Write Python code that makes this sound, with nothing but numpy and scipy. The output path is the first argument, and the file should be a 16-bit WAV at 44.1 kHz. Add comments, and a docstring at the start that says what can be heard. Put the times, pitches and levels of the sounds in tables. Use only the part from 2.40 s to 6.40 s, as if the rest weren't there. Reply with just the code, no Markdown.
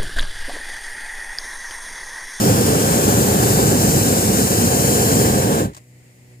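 """A hot-air balloon's gas burner fires just above the open basket: a turbulent flame roars under the hiss of the gas jets.
The valve closes, the hiss fades, the flame goes out and the last gas spits in quick puffs.
What stays is what ran softly underneath: the rush of the pilot flame and the drone of a distant engine.
Flame, jets, spits and pilot are shaped noise; the engine is a stack of wavering sines."""
import sys
import numpy as np
from scipy import signal
from scipy.fft import rfft, irfft, next_fast_len
from scipy.io import wavfile
from scipy.ndimage import uniform_filter1d, map_coordinates

SR = 44100
rng = np.random.default_rng(int(sys.argv[2]) if len(sys.argv) > 2 else 0)


def materialize(psi):
    """Save the field psi as 16-bit PCM at rate SR to the path in sys.argv[1].

    A 1-D psi becomes a single channel; in a 2-D psi each row is a channel.
    """
    bounded = np.clip(np.atleast_2d(psi).T, -1, 1)
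    quanta = np.round(bounded * 32767).astype(np.int16)
    wavfile.write(sys.argv[1], SR, quanta)


N = 176400  # samples, four seconds

# How alike the burner sounds at the two ports: close in the bass, diffuse between some narrow bands above.
# Each row: frequency in Hz, left-right likeness from 0 to 1.
BURNER_LIKENESS = [(100, 1), (450, 0.97), (1000, 0.84), (1300, 0.83), (1500, 0.88), (2050, 0.16),
                   (2350, 0.64), (2900, 0.12), (3350, 0.22), (3700, 0.41), (4100, 0.44), (4550, 0.6),
                   (5100, 0.3), (5800, 0.4), (6300, 0.36), (6850, 0.42), (7350, 0.05), (8000, 0.47),
                   (8800, 0.32), (9600, 0.16), (11200, 0.57), (12700, 0.53), (13400, 0.12), (15000, 0.3)]
BURNER_LEAD_S = 0.0004074  # the burner reaches the left port first


def amp(db):
    """Decibels to gain."""
    return 10 ** (np.asarray(db) / 20)


def unit(x):
    """Scaled to rms 1."""
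    return x / np.sqrt(np.mean(x ** 2) + 1e-20)


def along(points, hz):
    """Reads a (Hz, value) curve at hz, with straight lines on a log frequency axis."""
    f, v = np.transpose(points)
    return np.interp(np.log(hz + 1), np.log(f + 1), v)


def curves(rows):
    """One value per sample for each column after the time."""
    s, *columns = np.transpose(rows)
    return [np.interp(np.arange(N) / SR, s, column) for column in columns]


def wobble(rate):
    """A smooth random curve, rate knots a second."""
    knots = rng.standard_normal(4096)
    return map_coordinates(knots, [np.arange(N) * rate / SR], mode="mirror")


def filtered(x, response):
    """x shaped by a complex response of frequency."""
    m = next_fast_len(N + SR // 2)  # spare room so that tails do not wrap round
    return irfft(rfft(x, m) * response(np.fft.rfftfreq(m, 1 / SR)), m)[..., :N]


def rush(spectrum, likeness, lead_s):
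    """Stereo noise of rms 1 that reaches the left port lead_s early; mid against side sets the likeness."""
    def mid_side(hz):
        angle = np.arccos(np.clip(along(likeness, hz), -1, 1)) / 2
        return amp(along(spectrum, hz)) * [np.cos(angle), np.sin(angle)]

    def lead(hz):
        # half the lead forward on the left, half back on the right
        return np.exp(1j * np.pi * lead_s * np.outer([1, -1], hz))

    mid, side = filtered(rng.standard_normal((2, N)), mid_side)
    return unit(filtered(np.array([mid + side, mid - side]), lead))


def patchy(x, depth_db):
    """x with slow patches of random gain, about a kilohertz wide and a third of a second long."""
    z = signal.stft(x, nperseg=512)[2]
    field = uniform_filter1d(rng.standard_normal(z.shape), size=12, axis=1)
    field = uniform_filter1d(field, size=60, axis=2)
    return signal.istft(z * amp(depth_db * unit(field)), nperseg=512)[1][:, :N]


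def flame(flutter_db):
    """Turbulent burning: a deep roar and a rougher middle range, which collapse from the top down."""
    # Each row: time in seconds, bass level in dB, middle level in dB, both before the trims below.
    flame_levels = [(0.03, -19.5, -25), (0.08, -16, -24), (0.7, -18.3, -24.5), (1.27, -17, -24),
                    (1.44, -16.5, -26), (1.56, -18, -25), (1.66, -17.5, -25.5), (1.95, -18, -26.5),
                    (2.65, -19, -24.5), (2.76, -16, -24), (2.95, -17, -24), (3.2, -18, -24.5)]
    # Colour of the roar. Each row: frequency in Hz, relative density in dB per Hz.
    roar_spectrum = [(25, -40), (38, -42), (55, -11.5), (80, -8), (115, 0.5), (170, -4), (205, 0),
                     (260, -5), (315, -3.5), (350, -9.5), (400, -3.5), (470, -5), (540, -5), (620, -14),
                     (740, -9), (900, -15.5), (1130, -18), (1400, -18), (1650, -20), (2100, -28),
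                     (4000, -29.5), (9000, -90)]
    # Stereo lean of the roar. Each row: frequency in Hz, left minus right in dB.
    roar_tilt = [(60, 0), (200, -1.4), (320, -1.5), (390, -0.5), (530, -1), (680, -3), (800, 2.5),
                 (1000, -2.3), (1130, -2.5), (1400, -3), (1620, -7.5), (2200, 2.5)]
    bass_trim_db, middle_trim_db = -0.1, 3.5
    bass_churn_db, middle_churn_db = 0.33, 0.76  # the deep roar is steadier
    split_hz, rumble_hz = 380, 140
    out_s, out_db_per_s2 = 3.1955, 1650  # the flame dies ever faster
    middle_lead_s, rumble_lag_s = 0.011, 0.038  # the middle goes out first, the deepest rumble last
    t = np.arange(N) / SR

    def tilt(hz):
        return amp(np.outer([.5, -.5], along(roar_tilt, hz)))

    def below(x, edge_hz):
        return filtered(x, lambda hz: 1 / (1 + (hz / edge_hz) ** 10))

    def dying(start_s):
        return amp(-out_db_per_s2 * np.maximum(t - start_s, 0) ** 2)

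    roar = filtered(rush(roar_spectrum, BURNER_LIKENESS, BURNER_LEAD_S), tilt)
    bass = below(roar, split_hz)
    middle = unit(roar - bass)
    bass = unit(bass)
    rumble = below(bass, rumble_hz)
    bass_db, middle_db = curves(flame_levels)

    low = rumble * dying(out_s + rumble_lag_s) + (bass - rumble) * dying(out_s)
    low = low * amp(bass_db + bass_trim_db + bass_churn_db * wobble(14))
    high = middle * dying(out_s - middle_lead_s)
    high = high * amp(middle_db + middle_trim_db + middle_churn_db * wobble(25.05))
    return (low + high) * amp(flutter_db)


def jets(flutter_db):
    """Gas hisses from the nozzles, shaken by the flame's flutter, finely ragged and drifting in colour."""
    # Gas flow through the jets. Each row: time in seconds, level in dB before the trim below.
    flow_levels = [(0.0, -24), (0.27, -24), (0.38, -26.5), (0.42, -24.5), (1.21, -23), (1.23, -24),
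                   (1.72, -22.5), (1.76, -24), (2.65, -23), (2.93, -25.5), (3.2, -30.5), (3.25, -38),
                   (3.305, -59), (3.33, -64)]
    # Colour of the hiss. Each row: frequency in Hz, relative density in dB per Hz.
    hiss_spectrum = [(600, -56), (1900, -9), (3000, -4.5), (4000, -3.5), (5500, 2), (7500, 1.5),
                     (10000, 1.1), (12000, 1), (15000, -0.5)]
    jet_trim_db = 3
    flow_db, = curves(flow_levels)
    ragged_db = 0.5 * flutter_db + 0.5 * wobble(22) + 0.23 * wobble(490)
    hiss = patchy(rush(hiss_spectrum, BURNER_LIKENESS, BURNER_LEAD_S), depth_db=0.85)
    return hiss * amp(flow_db + jet_trim_db + ragged_db)


def spits():
    """Leftover gas leaves the nozzles in short puffs: a quick rise, a brief hold, a steady decay in dB."""
    # Each row: start in seconds, level in dB, time from start to decay in seconds.
    spit_puffs = [(3.334, -45, 0.0022), (3.347, -38, .0025), (3.3634, -50, 0.0018), (3.366, -41, 0.0025),
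                  (3.373, -45, .003), (3.38, -50, .002)]
    # Colour of a spit. Each row: frequency in Hz, relative density in dB per Hz.
    puff_spectrum = [(200, -10), (700, 9), (1300, 8), (2000, -2), (3300, 2), (5200, 2), (8000, 2.5),
                     (11000, -7), (15000, -4)]
    attack_s, t60_s = .0008, 0.039  # rise time; time to decay by 60 dB
    t = np.arange(N) / SR
    envelope = np.zeros(N)
    for start_s, level_db, hold_s in spit_puffs:
        attack = np.clip((t - start_s) / attack_s, 0, 1)
        decay_db = 60 * np.maximum(t - start_s - hold_s, 0) / t60_s
        envelope += attack * amp(level_db - decay_db)
    return envelope * rush(puff_spectrum, BURNER_LIKENESS, BURNER_LEAD_S)


def hollowed(x):
    """The burner reaches the ports out of step; in three narrow, wandering bands their common part cancels."""
    # Extra phase lag of the right port. Each row: frequency in Hz, lag in radians.
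    port_lag = [(400, -0.079), (1300, -0.084), (2100, 0.29), (2950, 0.7), (3500, 0.3), (4000, 0.87),
                (4300, 0.95), (5100, 0.22), (6000, 0.97), (6900, 0.79), (7700, -2.3), (9100, -0.17),
                (10700, 0.071), (13100, 0.67), (13800, -0.3), (15300, 1.2)]
    # Paths of the three hollows. Each row: time in seconds, centre in Hz, depth in dB.
    low_hollow = [(0.0, 1210, -0.5), (2.2, 1220, 2), (2.8, 1370, 9), (3.2, 1300, 14)]
    middle_hollow = [(0.0, 3750, 7), (0.6, 3650, 5.3), (0.85, 3580, 1.8), (1.1, 3240, 7.1),
                     (1.55, 3550, 14), (1.8, 3200, 4.7), (2.1, 3520, 24), (2.7, 3600, 18), (3.2, 3460, 4)]
    high_hollow = [(0.0, 5830, 8), (0.7, 5700, 6.3), (1.4, 5600, 4.6), (1.7, 5800, 9.1), (2.1, 5900, 9.4),
                   (2.9, 6100, 12), (3.2, 6000, 2)]
    # Half widths of the low, middle and high hollow in Hz, where the dip is down to 1/e of its dB depth.
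    half_widths_hz = [144, 190, 130]

    hz, t, (left, right) = signal.stft(x, SR, nperseg=1024)
    right = right * np.exp(-1j * along(port_lag, hz))[:, None]
    dip_db = 0
    for rows, width_hz in zip([low_hollow, middle_hollow, high_hollow], half_widths_hz):
        s, centre_hz, depth_db = np.transpose(rows)
        offset_hz = hz[:, None] - np.interp(t, s, centre_hz)
        dip_db = dip_db + np.interp(t, s, depth_db) * np.exp(-(offset_hz / width_hz) ** 2)
    mid = amp(-dip_db) * (left + right) / 2
    side = (left - right) / 2
    return signal.istft(np.array([mid + side, mid - side]), SR, nperseg=1024)[1][:, :N]


def pilot():
    """The pilot flame and the open air rush softly throughout, as gently wavering noise."""
    # Each row: time in seconds, level in dB.
    pilot_levels = [(3.32, -51.5), (3.38, -49), (3.45, -55), (3.65, -54.5), (3.78, -54), (4.0, -54)]
    # Colour of the rush. 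Each row: frequency in Hz, relative density in dB per Hz.
    pilot_spectrum = [(30, -24), (65, -13), (100, -1.5), (160, -6), (280, -11.5), (550, -14), (850, -20.5),
                      (1250, -27), (1600, -24), (1950, -13.5), (2700, -23), (3700, -30.5), (4800, -26),
                      (5900, -35), (7200, -29), (9000, -29), (14000, -44)]
    # Stereo width of the rush. Each row: frequency in Hz, left-right likeness from 0 to 1.
    pilot_likeness = [(100, 0.83), (450, 0.7), (1200, 0.34), (2000, 0.22), (4000, 0.19), (12000, .3)]
    level_db, = curves(pilot_levels)
    return rush(pilot_spectrum, pilot_likeness, lead_s=0.00032) * amp(level_db + 1.5 * wobble(16))


def engine():
    """A far engine drones; each of its harmonics wavers on the way through the air."""
    # Each row: time in seconds, firing rate in Hz, gain in dB on all harmonics.
    engine_course = [(3.3, 61.45, 2), (3.55, 61.6, 3), (3.7, 61.3, -0.5), (3.85, 61.9, 3), (3.97, 60.9, 4)]
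    # Each row: multiple of the firing rate, level in dB before that gain.
    engine_orders = [(1, -71), (2, -52), (3, -66), (4, -63.5), (5, -68.5), (6, -68.5), (8, -72),
                     (10, -78.5), (12, -81)]
    waver_db_per_order, waver_max_db = 1, 1.5  # higher harmonics waver more, up to a limit
    firing_hz, gain_db = curves(engine_course)
    phase = 2 * np.pi * np.cumsum(firing_hz) / SR
    drone = np.zeros(N)
    for order, level_db in engine_orders:
        waver_db = min(order * waver_db_per_order, waver_max_db) * wobble(11)
        start_phase = rng.uniform(0, 2 * np.pi)
        drone += amp(level_db + waver_db) * np.sin(round(order) * phase + start_phase)
    return np.sqrt(2) * amp(gain_db) * drone  # root two makes the levels rms


def scene():
    """Burner and background in open air, with no walls to answer."""
    flutter_db = 0.8 * wobble(60)  # fast turbulence shared by flame and jets
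    burner = flame(flutter_db) + jets(flutter_db) + spits()
    return hollowed(burner) + pilot() + engine()


def record(dry):
    """Each microphone port adds its own peaks and dips; nothing is kept above the band limit."""
    # Resonances of the two ports. Each row: centre in Hz, half width in Hz, peak or dip in dB.
    left_port = [(7230, 620, 9)]
    right_port = [(7300, 580, -5), (8200, 590, 5.5), (13300, 690, -7)]
    top_hz = 15550

    def colour(port, hz):
        return amp(sum(db / (1 + ((hz - centre) / width) ** 2) for centre, width, db in port))

    def response(hz):
        return np.array([colour(left_port, hz), colour(right_port, hz)]) * (hz < top_hz)

    return filtered(dry, response)


dry = scene()
out = record(dry)
materialize(out)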